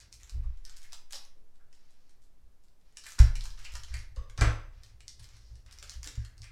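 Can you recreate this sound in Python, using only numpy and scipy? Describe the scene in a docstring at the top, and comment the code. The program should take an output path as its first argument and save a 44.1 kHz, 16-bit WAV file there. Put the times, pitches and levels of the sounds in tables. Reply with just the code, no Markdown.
"""Trading cards are leafed through by hand over a wooden table in a small room.
From the start, faces slide with a stick-slip hiss and bent edges scuff and snap free.
Pushes on the table soon join in, carried through a stand as low thumps. After a lull,
a stack is set down near 3.2 s and again near 4.4 s, its sharp knock ringing the table top.
The leafing then goes on to the end."""
import sys
import numpy as np
from scipy import signal
from scipy.io import wavfile

SR = 44100
rng = np.random.default_rng(int(sys.argv[2]) if len(sys.argv) > 2 else 0)


def wav_record(signal):
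    """Record a signal, one row per channel, as 16-bit PCM in the file named by sys.argv[1]."""
    frames = np.transpose(np.atleast_2d(signal))
    bounded = np.clip(frames, -1, 1)
    # unit amplitude maps onto the largest positive 16-bit level
    quanta = np.round(bounded * 32767).astype(np.int16)
    wavfile.write(sys.argv[1], SR, quanta)


N = 287309


def amp(db):
    """Converts decibels to an amplitude ratio."""
    return 10 ** (np.asarray(db) / 20)


def unit(x):
    """Normalises to rms 1."""
    return x / np.sqrt(np.mean(x ** 2) + 1e-20)


def read(points, hz):
    """Interpolates a table on a log-frequency axis."""
    f, value = np.transpose(points)
    return np.interp(np.log(hz + 1), np.log(f + 1), value)


def add(mix, s, sound):
    """Superposition: mixes a sound in at time s."""
    part = mix[max(round(s * SR), 0):][:len(sound)]
    part += sound[:len(part)]


def colour(x, spectrum, size=8192):
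    """Minimum-phase filtering: imposes a spectral shape with a response of unit energy."""
    log_gain = np.log(amp(read(spectrum, abs(np.fft.fftfreq(size, 1 / SR)))))
    response = np.exp(np.conj(signal.hilbert(log_gain)))
    taps = np.fft.ifft(response).real[:size // 2]
    return signal.oaconvolve(x, taps / np.linalg.norm(taps))[:len(x)]


def resonate(x, hz, width_hz):
    """Resonance by heterodyning: shifts hz down to zero, smooths twice, shifts back."""
    carrier = np.exp(2j * np.pi * hz * np.arange(len(x)) / SR)
    pole = np.exp(-np.pi * width_hz / SR)
    return (carrier * signal.sosfilt([[1, 0, 0, 1, -pole, 0.0013]] * 2, x / carrier)).real


def grains(per_s, spread_db):
    """Shot noise: paper fibres slip in random clicks, a few much larger than the rest."""
    size = amp(spread_db * np.minimum(rng.exponential(1, N), 4))
    return unit(size * rng.choice([-1, 1], N) * (rng.random(N) < per_s / SR))


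def stroke(length_s):
    """Velocity envelope of a short hand movement: quick swell, slower end."""
    return unit(np.sin(np.pi * np.linspace(0, 1, round(length_s * SR)) ** 0.38))


# spectrum of the room noise: frequency_hz, level_db
AMBIENT_SPECTRUM = [(20, -1.5), (40, -4), (75, -15.5), (110, -19.5), (180, -23.5), (400, -27.5), (825, -32),
                    (1600, -37.5), (3000, -41.5), (5600, -41), (9000, -45.5), (14000, -47.5), (16000, -57)]


def ambient_noise(level_db=-63.5):
    """Stationary noise: the room's quiet background, strongest in the bass."""
    return amp(level_db) * colour(rng.standard_normal(N), AMBIENT_SPECTRUM)


# spectrum of the table under resting hands: frequency_hz, level_db
RUMBLE_SPECTRUM = [(15, -27.5), (30, 7), (45, -3.5), (60, 5), (80, -12.5), (110, -2.5), (140, -30.5),
                   (250, -35.5), (600, -37), (2000, -60.5)]
# hands rest on the table: start_s, end_s
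HAND_RESTS = [(0.0, 0.44), (3.2, 8)]


def resting_hands(level_db=-4, rest_db=-51.5, shift_db=-38.5, settle_t60_s=1.35, lift_s=0.06):
    """Random forcing: resting hands stir the table, more as they shift and settle after each push."""
    t = np.arange(N) / SR
    power = np.full(N, amp(rest_db) ** 2)
    settling = amp(-60 * t / settle_t60_s)
    for s, push_db, _ in PUSHES:
        add(power, s, (amp(shift_db + 0.3 * push_db) * settling) ** 2)
    contact = sum(np.clip(np.minimum(t - start, end - t) / lift_s + 1, 0, 1) for start, end in HAND_RESTS)
    return amp(level_db) * contact * np.sqrt(power) * colour(rng.standard_normal(N), RUMBLE_SPECTRUM)


# spectra of a sliding edge and of a card face: frequency_hz, level_db
HISS_SPECTRUM = [(200, -45), (1500, -20), (3000, -9.5), (4200, -0.5), (5500, 4), (7500, -8.5),
                 (10000, -16.5), (13000, -22), (16000, -38)]
FACE_SPECTRUM = [(100, -41), (400, -14), (900, -2), (1400, 2), (1900, 3.5), (2700, 1.5), (4000, -3),
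                 (8000, -35), (16000, -56)]
# cards slide on each other: start_s, length_s, edge_hiss_db, face_rub_db
CARD_SLIDES = [(0.0, 0.037, -62.5, -64), (0.199, 0.21, -84, -69.5), (0.425, .22, -78, -74),
               (0.658, 0.34, -65, -66.5), (1.736, 0.4, -72.5, -75.5), (2.847, 0.14, -77, -79),
               (2.981, 0.068, -60.5, -86), (3.063, 0.096, -70, -61), (3.355, 0.17, -56.5, -69),
               (3.571, 0.23, -59, -58), (3.876, 0.15, -58.5, -61.5), (4.722, 0.19, -73, -70.5),
               (5.188, .16, -66, -67), (5.331, 0.27, -66.5, -75.5), (5.66, 0.14, -70, -63.5),
               (5.83, .11, -57.5, -61.5), (6.079, .16, -63, -70), (6.429, 0.11, -76, -65)]


def slides(level_db=-5, attack_s=0.0039, sag_db_per_s=-18.5, release_s=0.036):
    """Stick-slip friction: edges hiss and faces rub more dully as each slide starts, slows and stops."""
    hiss, rub = np.zeros((2, N))
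    for s, length, edge_db, face_db in CARD_SLIDES:
        t = np.arange(0, length + release_s, 1 / SR)
        attack = np.minimum(t / attack_s, 1)
        release = np.minimum(1 - (t - length) / release_s, 1)
        speed = attack * release * amp(sag_db_per_s * t)
        add(hiss, s, amp(edge_db + level_db) * speed)
        add(rub, s, amp(face_db + level_db) * speed)
    hiss *= grains(per_s=7800, spread_db=4.5)
    rub *= grains(per_s=2000, spread_db=3)
    return colour(hiss, HISS_SPECTRUM) + colour(rub, FACE_SPECTRUM)


def catches(count=2, above_slide_db=14, range_db=7.5, chatter_db=-5):
    """Intermittent sticking: sliding edges catch at random, giving extra rows for snaps()."""
    rows = []
    for s, length, edge_db, face_db in CARD_SLIDES:
        loudest_db = max(edge_db, face_db) + above_slide_db
        for when, softness in rng.random((count, 2)):
            rows.append((s + length * when, loudest_db - range_db * softness, chatter_db))
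    return rows


# spectrum of a card edge: frequency_hz, level_db
EDGE_SPECTRUM = [(200, -46), (1000, -31.5), (2500, -9), (4000, 3), (5600, 3.5), (7500, 2.5), (10000, -6),
                 (13000, -16.5), (16000, -21.5)]


def scuffs(length_s=0.019, edge_db=-8, face_db=-12):
    """Friction before release: an edge brushes along the next card, swelling into its snap."""
    speed = np.zeros(N)
    swell = np.linspace(0, 1, round(length_s * SR))
    for s, snap_db, _ in EDGE_SNAPS:
        relative_db = -19.5 - 0.58 * (snap_db - USUAL_SNAP_DB)  # further below a harder snap
        add(speed, s - length_s, amp(snap_db + relative_db) * swell)
    slips = speed * grains(per_s=6800, spread_db=3)
    return amp(edge_db) * colour(slips, EDGE_SPECTRUM) + amp(face_db) * colour(slips, FACE_SPECTRUM)


# spectrum of gliding glossy faces: frequency_hz, level_db
GLOSS_SPECTRUM = [(300, -47), (2000, -11.5), (4000, -2), (6000, 1), (8000, -0.5), (10000, -7),
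                  (13000, -11.5), (16000, -23)]
# one card glides quickly off the next: start_s, level_db, length_s
CARD_SWISHES = [(0.121, -60, 0.05), (0.195, -61, 0.025), (0.76, -55, 0.032), (0.829, -57.5, 0.033),
                (1.124, -45.5, 0.011), (1.746, -74, 0.02), (1.9, -75.5, 0.049), (2.214, -75.5, .057),
                (2.629, -72.5, 0.031), (3.054, -56, 0.12), (3.18, -51, .043), (3.43, -55, 0.039),
                (3.553, -59.5, 0.12), (3.72, -59, 0.04), (5.226, -64.5, 0.038), (5.711, -62, 0.041),
                (6.06, -53, 0.023)]


def swishes(level_db=-3):
    """Microslip: glossy faces glide apart in very uneven slips, giving a fine, bright crackle."""
    speed = np.zeros(N)
    for s, db, length in CARD_SWISHES:
        add(speed, s, amp(db + level_db) * stroke(length))
    return colour(speed * grains(per_s=5000, spread_db=14), GLOSS_SPECTRUM)


# a card edge snaps free: start_s, level_db, relative_chatter_db
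EDGE_SNAPS = [(.127, -44, -8), (0.233, -44.5, -17), (.296, -42.5, -11), (.652, -41, -25), (0.696, -44, -11),
              (.766, -49, -15), (.923, -43.5, -9), (0.931, -35, -4), (1.108, -45, 0), (1.124, -39.5, -6),
              (1.132, -32, -10), (1.251, -49.5, -17), (1.555, -70, 2), (1.728, -58, 0.5), (2.684, -67, -13),
              (2.814, -67.5, -16), (2.971, -39.5, -2), (3.066, -35.5, -12), (3.121, -39, -10),
              (3.19, -30, 0.5), (3.355, -41, 4.5), (3.409, -41.5, -6), (3.455, -42.5, 2),
              (3.650, -42.5, -3), (3.739, -46, -18), (3.754, -39, 1.5), (3.835, -42, -1.5),
              (3.941, -35.5, -5), (4.162, -53.5, -1), (4.298, -60, 10), (4.377, -41, -4),
              (4.411, -28.5, -2.5), (4.835, -47.5, -3.5), (5.006, -50.5, -1.5), (5.081, -38, -14),
              (5.196, -47, -10), (5.243, -45.5, -16), (5.663, -54.5, -3), (5.727, -46, -12),
              (5.787, -41, -21), (5.827, -37.5, -4), (5.896, -34, -15), (6.031, -37, -7), (6.044, -36, -14),
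              (6.074, -34.5, -2.5), (6.249, -52, 4.5), (6.38, -51, -8), (6.419, -46, -13), (6.442, -47, -4)]
USUAL_SNAP_DB = -42.5


def snaps(level_db=15, crack_db=-2, crack_t60_s=0.0036, chatter_t60_s=0.026, flex_t60_s=0.016,
          ping_db=-3, ping_hz=5600, ping_s=0.00017):
    """Elastic release: the edge cracks and pings; the face shudders and chatters on its neighbours."""
    t = np.arange(SR // 6) / SR
    edge, face, pings = np.zeros((3, N))
    slips = grains(per_s=4200, spread_db=1.5)
    for s, db, chatter_db in EDGE_SNAPS + catches():
        size = amp(db + level_db) / np.sqrt(len(t))
        crack = unit(np.sign(rng.standard_normal(len(t))) * amp(-60 * t / crack_t60_s))
        shudder = unit(rng.standard_normal(len(t)) * amp(-60 * t / flex_t60_s))
        hz = ping_hz * 2 ** rng.uniform(-0.18, 0.18)  # each edge has its own pitch
        ping = unit(t * np.exp(-t / ping_s) * np.sin(2 * np.pi * hz * t))
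        contacts = np.roll(slips, -round(s * SR))[:len(t)]
        chatter = amp(chatter_db) * unit(contacts * amp(-60 * t / chatter_t60_s))
        # hard, clean flicks are thin and bright; soft, chattering ones have more body
        flex_db = -7.5 - 0.14 * (db - USUAL_SNAP_DB) + 0.41 * chatter_db
        add(pings, s, size * amp(ping_db) * ping)
        add(edge, s, size * (amp(crack_db) * crack + chatter))
        add(face, s, size * amp(flex_db) * (shudder - chatter))
    return colour(edge, EDGE_SPECTRUM) + colour(face, FACE_SPECTRUM) + pings


# a card or finger drags on a bent card: start_s, level_db, pitch_hz, length_s
CARD_SCRAPES = [(0.198, -71, 2240, .05), (0.344, -71, 303, 0.053), (0.44, -68, 1100, 0.036),
                (0.664, -69, 1560, 0.026), (.841, -62.5, 2050, 0.037), (1.127, -59, 810, 0.051),
                (1.356, -75, 405, 0.076), (1.591, -75.5, 1520, 0.083), (3.058, -51.5, 1900, 0.041),
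                (3.357, -55.5, 2400, 0.028), (3.426, -63.5, 990, .078), (3.648, -49, 2600, 0.038),
                (3.748, -55.5, 1260, 0.032), (3.916, -59.5, 1690, 0.032), (3.937, -47.5, 2040, 0.037),
                (5.82, -66, 560, 0.05), (6.043, -58, 1690, 0.065), (6.066, -56.5, 334, 0.029),
                (6.157, -70.5, 1770, 0.26), (6.429, -59, 2130, 0.071)]


def scrapes(level_db=-4, least_width_hz=166, width_share=0.28):
    """Friction-driven resonance: a short drag excites one mode of the bent card, wider when higher."""
    out = np.zeros(N)
    for s, db, hz, length in CARD_SCRAPES:
        speed = stroke(length)
        drag = resonate(rng.standard_normal(SR // 2), hz, least_width_hz + width_share * hz)
        add(out, s, amp(db + level_db) * unit(speed * drag[-len(speed):]))
    return out


# low modes of table and stand: pitch_hz, level_db, t60_s
LOW_MODES = [(29.6, -14, 0.85), (35.7, -10, 0.2), (61.1, 1.5, 0.19), (109, 2, 0.3), (165, -20, 0.16)]
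# pushes on the table: start_s, level_db, contact_s
PUSHES = [(0.319, -32.5, 0.015), (0.342, -21.5, 0.015), (0.357, -27, 0.011), (0.381, -15, 0.021),
          (.455, -14.5, 0.022), (.477, -28, .014), (2.428, -36.5, 0.021), (3.199, 3, .014),
          (3.22, -4, .015), (3.739, -25.5, 0.022), (3.905, -25.5, 0.017), (3.939, -26, 0.012),
          (4.174, -19.5, 0.016), (4.386, -22.5, 0.0092), (4.415, -9.5, .0095), (4.435, -10, 0.014),
          (4.469, -15.5, 0.0098), (5.197, -38, 0.0096), (5.512, -36, .012), (5.956, -25.5, .017),
          (6.176, -21.5, .01), (6.404, -32.5, .012)]


def thumps(level_db=-3.5):
    """Structure-borne sound: force pulses excite the low modes; longer contact gives a duller thump."""
    t = np.arange(SR) / SR
    force = np.zeros(N)
    for s, db, contact_s in PUSHES:
        pulse = np.sin(np.pi * np.minimum(t[:SR // 20] / contact_s, 1)) ** 2
        add(force, s, amp(db) * pulse / pulse.sum())
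    response = sum(amp(db - 60 * t / t60) * np.cos(2 * np.pi * hz * t) for hz, db, t60 in LOW_MODES)
    return amp(level_db) * signal.oaconvolve(force, response)[:N]


# the stand is jolted: start_s, level_db, frequency_hz, t60_s
STAND_SWAYS = [(0.456, -35, 6.1, 9.6), (3.27, -35, 6.6, 5.6)]


def sways():
    """Damped oscillation: the jolted stand sways at an infrasonic frequency."""
    t = np.arange(N) / SR
    out = np.zeros(N)
    for s, db, hz, t60 in STAND_SWAYS:
        add(out, s, amp(db - 60 * t / t60) * np.sin(2 * np.pi * hz * t))
    return out


# spectrum of struck wood: frequency_hz, level_db
WOOD_SPECTRUM = [(60, -27), (170, 1.5), (400, -1), (700, 0), (900, -1), (1400, 3.5), (2200, -1.5),
                 (3300, -9.5), (5000, -20), (8000, -25.5), (16000, -60)]
# broad resonances of a stack's hollow clack: pitch_hz, width_hz, level_db
STACK_RESONANCES = [(524, 120, -3.5), (1124, 180, 3), (1840, 300, -1), (2880, 630, 1.5), (3670, 350, 3),
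                    (4950, 310, 6), (6130, 430, 7.5), (7850, 130, -1), (10300, 190, -14), (11600, 350, -34),
                    (13800, 410, -41)]
# cards land: start_s, slap_db, wood_db, ring_db, clack_db, clack_tilt_db_per_octave, rise_s, t60_s
LANDINGS = [(1.127, -39.5, -67, -71, -54, -3, 0.027, 0.13), (3.183, -33, -34, -73, -62, -10, 0.0077, 0.19),
            (4.164, -79, -68, -81, -50, -6.5, 0.0021, 0.4),
            (4.379, -62, -40, -47.5, -41.5, 1.5, 0.0012, 0.48),
            (4.410, -64, -26.5, -31, -37.5, 12, 0.0031, 0.22),
            (4.467, -52, -53, -44, -40.5, -8.5, 0.0042, 0.28)]


def knocks(level_db=-6):
    """Multiple impact: cards land in a shower of blows; faces slap, wood knocks and the stack clacks."""
    t = np.arange(SR * 3 // 4) / SR
    slap, wood, clack = np.zeros((3, N))
    for s, slap_db, wood_db, _, clack_db, tilt, rise_s, t60 in LANDINGS:
        blows = np.minimum(t / rise_s, 1) * amp(-60 * np.maximum(t - rise_s, 0) / t60)
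        hollow = np.zeros(len(t))
        for hz, width_hz, db in STACK_RESONANCES:
            band = unit(resonate(rng.standard_normal(len(t)), hz, width_hz))
            hollow += amp(db + tilt * np.log2(hz)) * band
        add(slap, s, amp(slap_db) * blows)
        add(wood, s, amp(wood_db) * blows)
        add(clack, s, amp(clack_db) * blows * unit(hollow))
    slap *= grains(per_s=6200, spread_db=6)
    wood *= grains(per_s=4000, spread_db=4.5)
    return amp(level_db) * (colour(slap, HISS_SPECTRUM) + colour(wood, WOOD_SPECTRUM) + clack)


# modes of the table top: pitch_hz, level_db, t60_s
TOP_MODES = [(199.5, -14, 0.33), (249, -18, 0.39), (311, 2, 0.39), (497, -3.5, 0.47), (615, -5, 0.2),
             (693, -27, 0.15), (922, -21, 0.93), (1082, 2, 0.32), (1350, 6, 0.39), (1510, -8, 0.24),
             (1810, -26, 0.5), (1980, -13, 0.4), (2208, -7.5, 0.17), (2370, 5, 0.2), (5960, -10, 0.46)]


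def table_ring(level_db=-9.5, rise_s=0.0025):
    """Free vibration: after a landing, each mode of the table top decays at its own rate."""
    t = np.arange(SR * 3 // 4) / SR
    onset = 1 - np.exp(-t / rise_s)
    out = np.zeros(N)
    for s, _, _, ring_db, *_ in LANDINGS:
        for hz, db, t60 in TOP_MODES:
            mode = amp(db - 60 * t / t60) * np.sin(2 * np.pi * (hz * t + rng.random()))
            add(out, s, amp(ring_db + level_db) * onset * mode)
    return out


# echoes from nearby surfaces: delay_s, level_db
EARLY_REFLECTIONS = [(.0007, -47), (.0069, -13.5), (0.0092, -25.5), (0.0124, -9.5)]
# reverberation time of the room: frequency_hz, t60_s
ROOM_DECAY = [(200, 0.31), (530, 0.41), (1400, 0.43), (4000, 0.38), (7000, 0.27), (14000, 0.35)]


def room(x, build_up_s=0.0023, tails=3, crossfade_hz=10):
    """Reverberation: early reflections, then a smooth, diffuse decay of steadily crossfaded noise tails."""
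    out = np.zeros(N)
    for delay_s, db in EARLY_REFLECTIONS:
        add(out, delay_s, amp(db) * x)
    t = np.arange(N) / SR
    for k in range(tails):
        hz, frame_s, bands = signal.stft(rng.standard_normal(SR * 2 // 3), SR, nperseg=256)
        decay = amp(-60 * frame_s / read(ROOM_DECAY, hz)[:, None])
        tail = signal.istft(bands * decay, SR, nperseg=256)[1]
        tail *= 1 - np.exp(-(t[:len(tail)] / build_up_s) ** 2)
        # the tails take turns at constant total power
        share = np.cos(np.pi * (2 * crossfade_hz * t + k / tails)) * np.sqrt(2 / tails)
        out += signal.oaconvolve(x * share, tail / np.linalg.norm(tail))[:N]
    return out


def scene():
    """Superposition of room noise, the cards with their reverberation, and the vibrating table."""
    cards = slides() + scuffs() + swishes() + snaps() + scrapes() + knocks()
    table = resting_hands() + thumps() + sways() + table_ring()
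    return (ambient_noise() + cards + room(cards) + table)[None]


def record(dry, cutoff_hz=16300):
    """Band limiting: a steep low-pass filter removes the highest treble."""
    taps = signal.firwin(511, cutoff_hz, window=("kaiser", 9), fs=SR)
    return signal.oaconvolve(dry, taps[None], "same")


dry = scene()
out = record(dry)
wav_record(out)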